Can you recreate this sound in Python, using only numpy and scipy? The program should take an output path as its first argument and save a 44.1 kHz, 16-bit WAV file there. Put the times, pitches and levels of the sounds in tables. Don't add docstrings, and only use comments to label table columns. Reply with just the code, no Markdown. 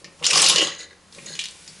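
import sys
import numpy as np
from scipy import signal
from scipy.fft import rfft, irfft, next_fast_len
from scipy.io import wavfile

SR = 44100
rng = np.random.default_rng(int(sys.argv[2]) if len(sys.argv) > 2 else 0)


def ratio_of_db(decibels):
    return 10 ** (np.asarray(decibels, float) / 20)


def unload_wav(signal):
    wavfile.write(
        sys.argv[1],
        SR,
        np.round(np.clip(np.atleast_2d(signal).T, -1, 1) * 32767).astype(np.int16),
    )


N = 79380


def along(points, hz):
    f, v = np.transpose(points)
    return np.interp(np.log(hz + 1), np.log(f + 1), v)


def unit(x):
    return x / np.sqrt(np.mean(x ** 2) + 1e-20)


def curve(rows, axis=1):
    rows = np.array(rows)
    return np.interp(np.arange(N) / SR, rows[:, 0], rows[:, axis], -120, -120)


def filtered(x, response):
    m = next_fast_len(N + SR // 2)
    return irfft(rfft(x, m) * response(np.fft.rfftfreq(m, 1 / SR)), m)[..., :N]


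def body(peaks):
    def response(f):
        total = 0
        for k, (c, w, db) in enumerate(peaks):
            total = total + (-1) ** k * ratio_of_db(db) * 1j * f * w / (c * c - f * f + 1j * f * w)
        return total
    return response


def taps(per_s, spread_db):
    u, size = rng.random((2, N)), rng.standard_normal(N)
    return (u[0] < per_s / SR) * ratio_of_db(spread_db * size) * np.sign(u[1] - .5)


def scatter(ring, t60):
    t = np.arange(SR // 50) / SR
    contacts = unit(rng.standard_normal(len(t)) * ratio_of_db(-60 * t / t60)) / np.sqrt(len(t))
    return signal.fftconvolve(ring, contacts)[:len(ring)]


def add(out, s, x):
    i = int(round(s * SR))
    out[i:i + len(x)] += x[:N - i]


def clacks():
    # t/s, peak level/dB, body f/Hz, edge f/Hz, edge over body level/dB
    knocks = [(0.0442, -25, 2400, 5030, -3.5), (0.2267, -22, 2650, 5060, -47),
              (0.2374, -17, 2640, 5200, -24), (0.243, -8.5, 3460, 5050, -14),
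              (0.2544, -6.5, 4300, 5000, -15), (0.265, -1, 4350, 5720, 19), (0.289, -27, 4150, 6300, -22),
              (0.3082, -8, 2360, 6900, -2.5), (0.3314, -7.5, 3340, 5000, -1),
              (0.3365, -13.5, 2620, 5270, 6), (0.3563, -4, 2970, 5260, 9), (0.374, -7.5, 4800, 5090, -19),
              (0.3786, -4, 2900, 5700, -2.5), (0.4183, -1, 4050, 8100, 4), (0.4259, -2.5, 3330, 6530, -2.5),
              (0.4423, -4.5, 4150, 6500, -10.5), (0.4628, -0.5, 4120, 7540, -26),
              (0.4854, -4.5, 4270, 5180, -5), (0.4966, 1, 3250, 6700, -6), (0.5598, -3, 3310, 5120, -8.5),
              (0.5821, -2.5, 3000, 5330, -3), (0.6715, -13.5, 3430, 6500, -15),
              (1.1249, -32, 3950, 5290, -38), (1.148, -31.5, 4150, 5200, -24),
              (1.185, -31.5, 2480, 7750, -31), (1.3524, -23, 2960, 6100, -7),
              (1.3914, -11.5, 3330, 7240, -11.5), (1.413, -18.5, 3380, 6070, -8),
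              (1.4391, -20.5, 3050, 4900, 0), (1.4564, -16, 3320, 7540, -13), (1.486, -23, 4270, 8200, -14),
              (1.5097, -30, 7100, 9500, -9), (1.6772, -26, 4760, 2090, -8)]
    # f/Hz, level/dB, t60/s
    shuttle_modes = [(1866, 7.5, 0.046), (2095, 1, 0.054), (2425, 1, 0.052), (2818, 2.5, 0.032),
                     (2960, -3, 0.11), (3330, 0.5, 0.028), (4250, -23, 0.034), (4800, -5.5, 0.047),
                     (5200, 0, 0.043), (5910, 2.5, 0.037), (6890, 8, 0.025), (7140, 4, 0.023),
                     (7600, 2, 0.038), (8300, 0.5, 0.04), (10820, 7.5, 0.059)]
    focus_oct, crack_steep = 0.38, 1.54
    ring_db, crack_db, tail_db = -9, -10, -22
    contact_t60_s, crack_t60_s, tail_t60_s = 0.0071, 0.0037, 0.14
    low_share = 0.34
    out, t = np.zeros(N), np.arange(SR // 8) / SR
    hz, mode_db, t60 = np.transpose(shuttle_modes)[:, :, None]
    f = np.fft.rfftfreq(len(t), 1 / SR) + 1

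    for s, db, body_hz, edge_hz, edge_db in knocks:
        def near(g):
            at_body = 1 / (1 + (np.log2(g / body_hz) / focus_oct) ** 2)
            at_edge = 1 / (1 + (np.log2(g / edge_hz) / focus_oct) ** 2)
            return at_body + ratio_of_db(edge_db) * at_edge

        r = rng.standard_normal((2, len(hz), 1))
        decay = ratio_of_db(mode_db + 2 * r[0] - 60 * t / t60)
        detuned_hz = hz * (1 + 0.00904 * r[1])
        ring = np.sum(near(hz) * decay * np.sin(2 * np.pi * detuned_hz * t), 0)
        ring = scatter(ring, contact_t60_s)
        hiss = unit(irfft(rfft(rng.standard_normal(len(t))) * near(f) ** crack_steep, len(t)))
        crack = hiss * (ratio_of_db(crack_db - 60 * t / crack_t60_s) + ratio_of_db(tail_db - 60 * t / tail_t60_s))
        onset = 1 - np.exp(-t / 0.0001)
        knock = (ratio_of_db(ring_db) * ring / np.abs(ring).max() + crack) * onset
        low_cut = (1j * f / (low_share * body_hz + 1j * f)) ** 4
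        knock = irfft(rfft(knock) * low_cut, len(t))
        add(out, s, ratio_of_db(db) * knock / np.abs(knock).max())
    return out


def clatter():
    # t/s, relative level/dB
    race_levels = [(0.19, -44), (0.218, -51), (0.242, -29.5), (0.268, -13.5), (0.28, -24), (0.3, -20),
                   (0.31, -10), (0.32, -25), (0.376, -9.5), (0.5, -16), (0.55, -19.5), (0.562, -21.5),
                   (0.608, -35), (0.616, -16.5), (0.652, -26.5), (0.776, -59.5), (0.81, -33), (0.86, -73)]
    # f/Hz, relative level per Hz/dB
    race_colour = [(350, -44), (600, 9), (1050, -14.5), (1270, -6), (2170, -9.5), (2610, -1.5), (3740, -8),
                   (5090, -2.5), (10700, -15.5), (11500, -23), (15000, -50), (22000, -120)]
    per_s, spread_db, cycles, trim_db = 4500, 2.5, 40, -5
    begin, end = race_levels[0][0], race_levels[-1][0]
    u, size = rng.random((4000, 2)), rng.standard_normal((4000, 1))
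    start = np.cumsum(-np.log(u[:, 0] + 1e-9)) / per_s + begin
    hz = 700 + 10800 * u[:, 1:2]
    t = np.arange(500) / SR
    damping_db = 60 * t * (hz + 3000) / (3 * cycles)
    level_db = spread_db * size + along(race_colour, hz) - damping_db
    grains = ratio_of_db(level_db) * np.sqrt(hz + 3000) * np.sin(2 * np.pi * hz * t)
    at = (start[:, None] * SR).astype(int) + np.arange(len(t))
    x = np.bincount(at.ravel(), grains.ravel(), N)[:N]
    span = slice(int(begin * SR), int(end * SR))
    return x / np.std(x[span]) * ratio_of_db(curve(race_levels) + trim_db)


def chatter():
    # f/Hz, width/Hz, level/dB
    nose_modes = [(2886, 110, 0), (3230, 67, -3.5)]
    begin_s, end_s, bumps_per_s, level_db = .578, .645, 100, -20
    u = rng.standard_normal((40, 2))
    s = begin_s + (np.arange(len(u)) + 0.099 * u[:, 0]) / bumps_per_s
    swell = np.sin(np.pi * np.clip((s - begin_s) / (end_s - begin_s), 0, 1)) ** 0.94
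    bumps = np.bincount((s * SR).astype(int), swell * ratio_of_db(2 * u[:, 1]), N)
    x = filtered(bumps, body(nose_modes))
    return ratio_of_db(level_db) * x / np.std(x[int(begin_s * SR):int(end_s * SR)])


def bobbin():
    # f/Hz, width/Hz, level/dB
    spindle_modes = [(1674, 85, -9.5), (1960, 87, -6.5), (3050, 67, -13.5), (3700, 83, -12), (4014, 69, -6),
                     (4270, 85, -4), (4750, 122, -14.5), (5020, 124, -11.5), (6340, 130, -12.5),
                     (6590, 140, -7.5), (6770, 133, -6.5), (8800, 160, -26)]
    # t/s, level/dB
    rattle_levels = [(.5, -70), (.56, -27), (.68, -33.5), (.775, -43), (.8, -38.5), (.85, -43.5),
                     (.875, -65.5), (1.25, -69), (1.264, -40.5), (1.37, -40.5), (1.4, -59), (1.5, -82)]
    # t/s, relative level/dB, brightest f/Hz
    hard_ticks = [(0.6461, -6.5, 6530), (0.7908, -16, 6900), (0.8028, -18.5, 4220), (0.812, -13, 1900),
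                  (0.8306, -17, 6660), (0.8445, -21, 1960), (0.907, -16.5, 1960), (0.9284, -22.5, 1960),
                  (1.2603, -14, 7060), (1.2744, -19, 5340), (1.2834, -20, 4130), (1.295, -37, 1950),
                  (1.3288, -18, 3000)]
    jolts_per_s, jolt_spread_db = 190, 5
    trim_db, scatter_db, focus_oct, contact_t60_s = -10, 1.6, 0.54, 0.032
    rattle = sum(filtered(taps(jolts_per_s, jolt_spread_db), body([mode])) for mode in spindle_modes)
    out = unit(rattle) * ratio_of_db(curve(rattle_levels))
    t = np.arange(SR // 8) / SR
    hz, width, mode_db = np.transpose(spindle_modes)[:, :, None]
    for s, db, bright_hz in hard_ticks:
        r = rng.standard_normal((len(hz), 1))
        near = 1 / (1 + (np.log2(hz / bright_hz) / focus_oct) ** 2)
        decay = ratio_of_db(mode_db + scatter_db * r) * np.exp(-np.pi * width * t)
        ring = np.sum(near * decay * np.sin(2 * np.pi * hz * t), 0)
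        add(out, s, ratio_of_db(db + trim_db) * scatter(ring, contact_t60_s))
    return out


def frame():
    # f/Hz, width/Hz, level/dB
    beam_modes = [(147, 30, 10.5), (166, 33, 19.5)]
    # f/Hz, width/Hz, level/dB
    box_modes = [(289, 52, -3.5), (359.5, 84, 3), (464.7, 35.6, 7.5), (546, 57, 6), (780, 25, 4),
                 (1085, 120, 9.5), (1377, 9, 6)]
    # t/s, beam level/dB, lower box level/dB, upper box level/dB
    shake_levels = [(0.0, -84, -60.5, -76), (0.064, -52, -51.5, -52.5), (0.174, -59, -65.5, -73),
                    (0.224, -53, -43, -43), (0.26, -46.5, -45, -41.5), (0.284, -58, -46, -65),
                    (0.34, -38, -31.5, -24), (0.41, -43, -30.5, -38), (0.44, -52, -35, -30),
                    (0.47, -46.5, -33, -49), (0.51, -44, -35.5, -27.5), (0.606, -45, -31, -46),
                    (0.63, -38.5, -30, -25.5), (0.656, -46.5, -44, -49), (0.676, -44, -40, -30),
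                    (0.766, -62.5, -56.5, -75), (0.952, -68, -58.5, -66), (1.1, -66, -82, -69.5),
                    (1.19, -47.5, -48, -53), (1.225, -47.5, -58, -77), (1.258, -49, -44.5, -66),
                    (1.35, -45.5, -53.5, -62), (1.432, -59.5, -68, -64.5), (1.564, -66, -65, -67),
                    (1.8, -52, -67, -79)]
    jolts_per_s, jolt_spread_db = 900, 7.5
    out = 0
    for k, modes in enumerate([beam_modes, box_modes[:4], box_modes[4:]]):
        def softened(f):
            low_cut = 1j * f / (modes[0][0] / 2 + 1j * f)
            return body(modes)(f) * (low_cut / (1 + 1j * f / 1500)) ** 2

        rumble = unit(filtered(taps(jolts_per_s, jolt_spread_db), softened))
        out = out + rumble * ratio_of_db(curve(shake_levels, axis=k + 1))
    return out


def rustle():
    # t/s, level/dB
    rustle_levels = [(0, -53), (.04, -61), (.2, -55.5), (.9, -61), (1.0, -62), (1.115, -58.5),
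                     (1.13, -49.5), (1.3, -45.5), (1.55, -49), (1.68, -48), (1.8, -49)]
    # f/Hz, relative level per Hz/dB
    yarn_colour = [(290, -29), (500, -22), (768, 4), (1060, 1), (1280, 4), (1470, 7.5), (5130, 10),
                   (11200, 8), (14600, -27), (22000, -120)]
    x = rng.standard_normal(N) + 0.5 * taps(670, 3)
    return unit(filtered(x, lambda f: ratio_of_db(along(yarn_colour, f)))) * ratio_of_db(curve(rustle_levels))


def room(x):
    # f/Hz, t60/s
    decay_times = [(200, 0.28), (2000, 0.44), (10000, 0.12)]
    # f/Hz, side over middle level/dB
    side_levels = [(60, -5), (250, -11), (700, -11), (2800, -20), (6000, -9.5), (11000, -2.5)]
    out, step, delay = np.zeros((2, N + SR)), SR // 10, 130
    for i in range(0, N, step):
        hz, t, z = signal.stft(rng.standard_normal((2, SR // 3)), SR, nperseg=256)
        decay = ratio_of_db(-60 * t / along(decay_times, hz)[:, None])
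        tail = signal.istft(z * decay, SR, nperseg=256)[1]
        wet = signal.fftconvolve(x[None, i:i + step], tail / np.linalg.norm(tail[0]), axes=1)
        out[:, i + delay:i + delay + wet.shape[1]] += wet
    mid = out[0, :N]
    side = filtered(out[1, :N], lambda f: ratio_of_db(along(side_levels, f)))
    return np.array([mid + side, mid - side])


def air():
    # f/Hz, relative level per Hz/dB
    air_colour = [(12, -36), (20, -3.5), (163, -3.5), (243, -6.5), (585, -7), (1140, -10), (2210, -13.5),
                  (5760, -18), (10600, -42), (11500, -18), (15000, -67), (22000, -120)]
    # f/Hz, relative level/dB
    hum_tones = [(83, -65), (166, -72)]
    air_db, side_db = -57.5, -9.5
    noise = unit(filtered(rng.standard_normal((2, N)), lambda f: ratio_of_db(along(air_colour, f))))
    mid, side = noise * ratio_of_db([[air_db], [air_db + side_db]])
    t = np.arange(N) / SR
    for hz, db in hum_tones:
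        waver_db = 1 + 1.1 * np.sin(2 * np.pi * 4.1 * t + hz)
        mid = mid + ratio_of_db(db + waver_db) * np.sin(2 * np.pi * hz * t)
    return np.array([mid + side, mid - side])


def scene():
    contact_low_hz, room_db = 750, -9.5
    contacts = clacks() + clatter() + chatter() + bobbin()
    contacts = filtered(contacts, lambda f: (1j * f / (contact_low_hz + 1j * f)) ** 3)
    loom = contacts + frame() + rustle()
    return loom + ratio_of_db(room_db) * room(loom) + air()


def roll_off(x):
    return signal.sosfilt(signal.butter(12, 12370, fs=SR, output="sos"), x)


def record(dry):
    # f/Hz, left minus right level/dB
    pair_lean = [(40, -3), (170, 2.5), (330, 2.3), (600, 0.1), (4000, 0.5), (11800, 0.5)]
    ceiling, top_hz = .62, 11067
    saturated = dry / (1 + np.abs(dry / ceiling) ** 4) ** (1 / 4)

    def microphones(f):
        lean = ratio_of_db(along(pair_lean, f) * np.array([[.5], [-.5]]))
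        faint_shelf = ratio_of_db(-55) * (f > top_hz)
        return lean * (1 / (1 + (f / top_hz) ** 90) + faint_shelf)

    mix = filtered(saturated, microphones)
    return roll_off(mix)


dry = scene()
out = record(dry)
unload_wav(out)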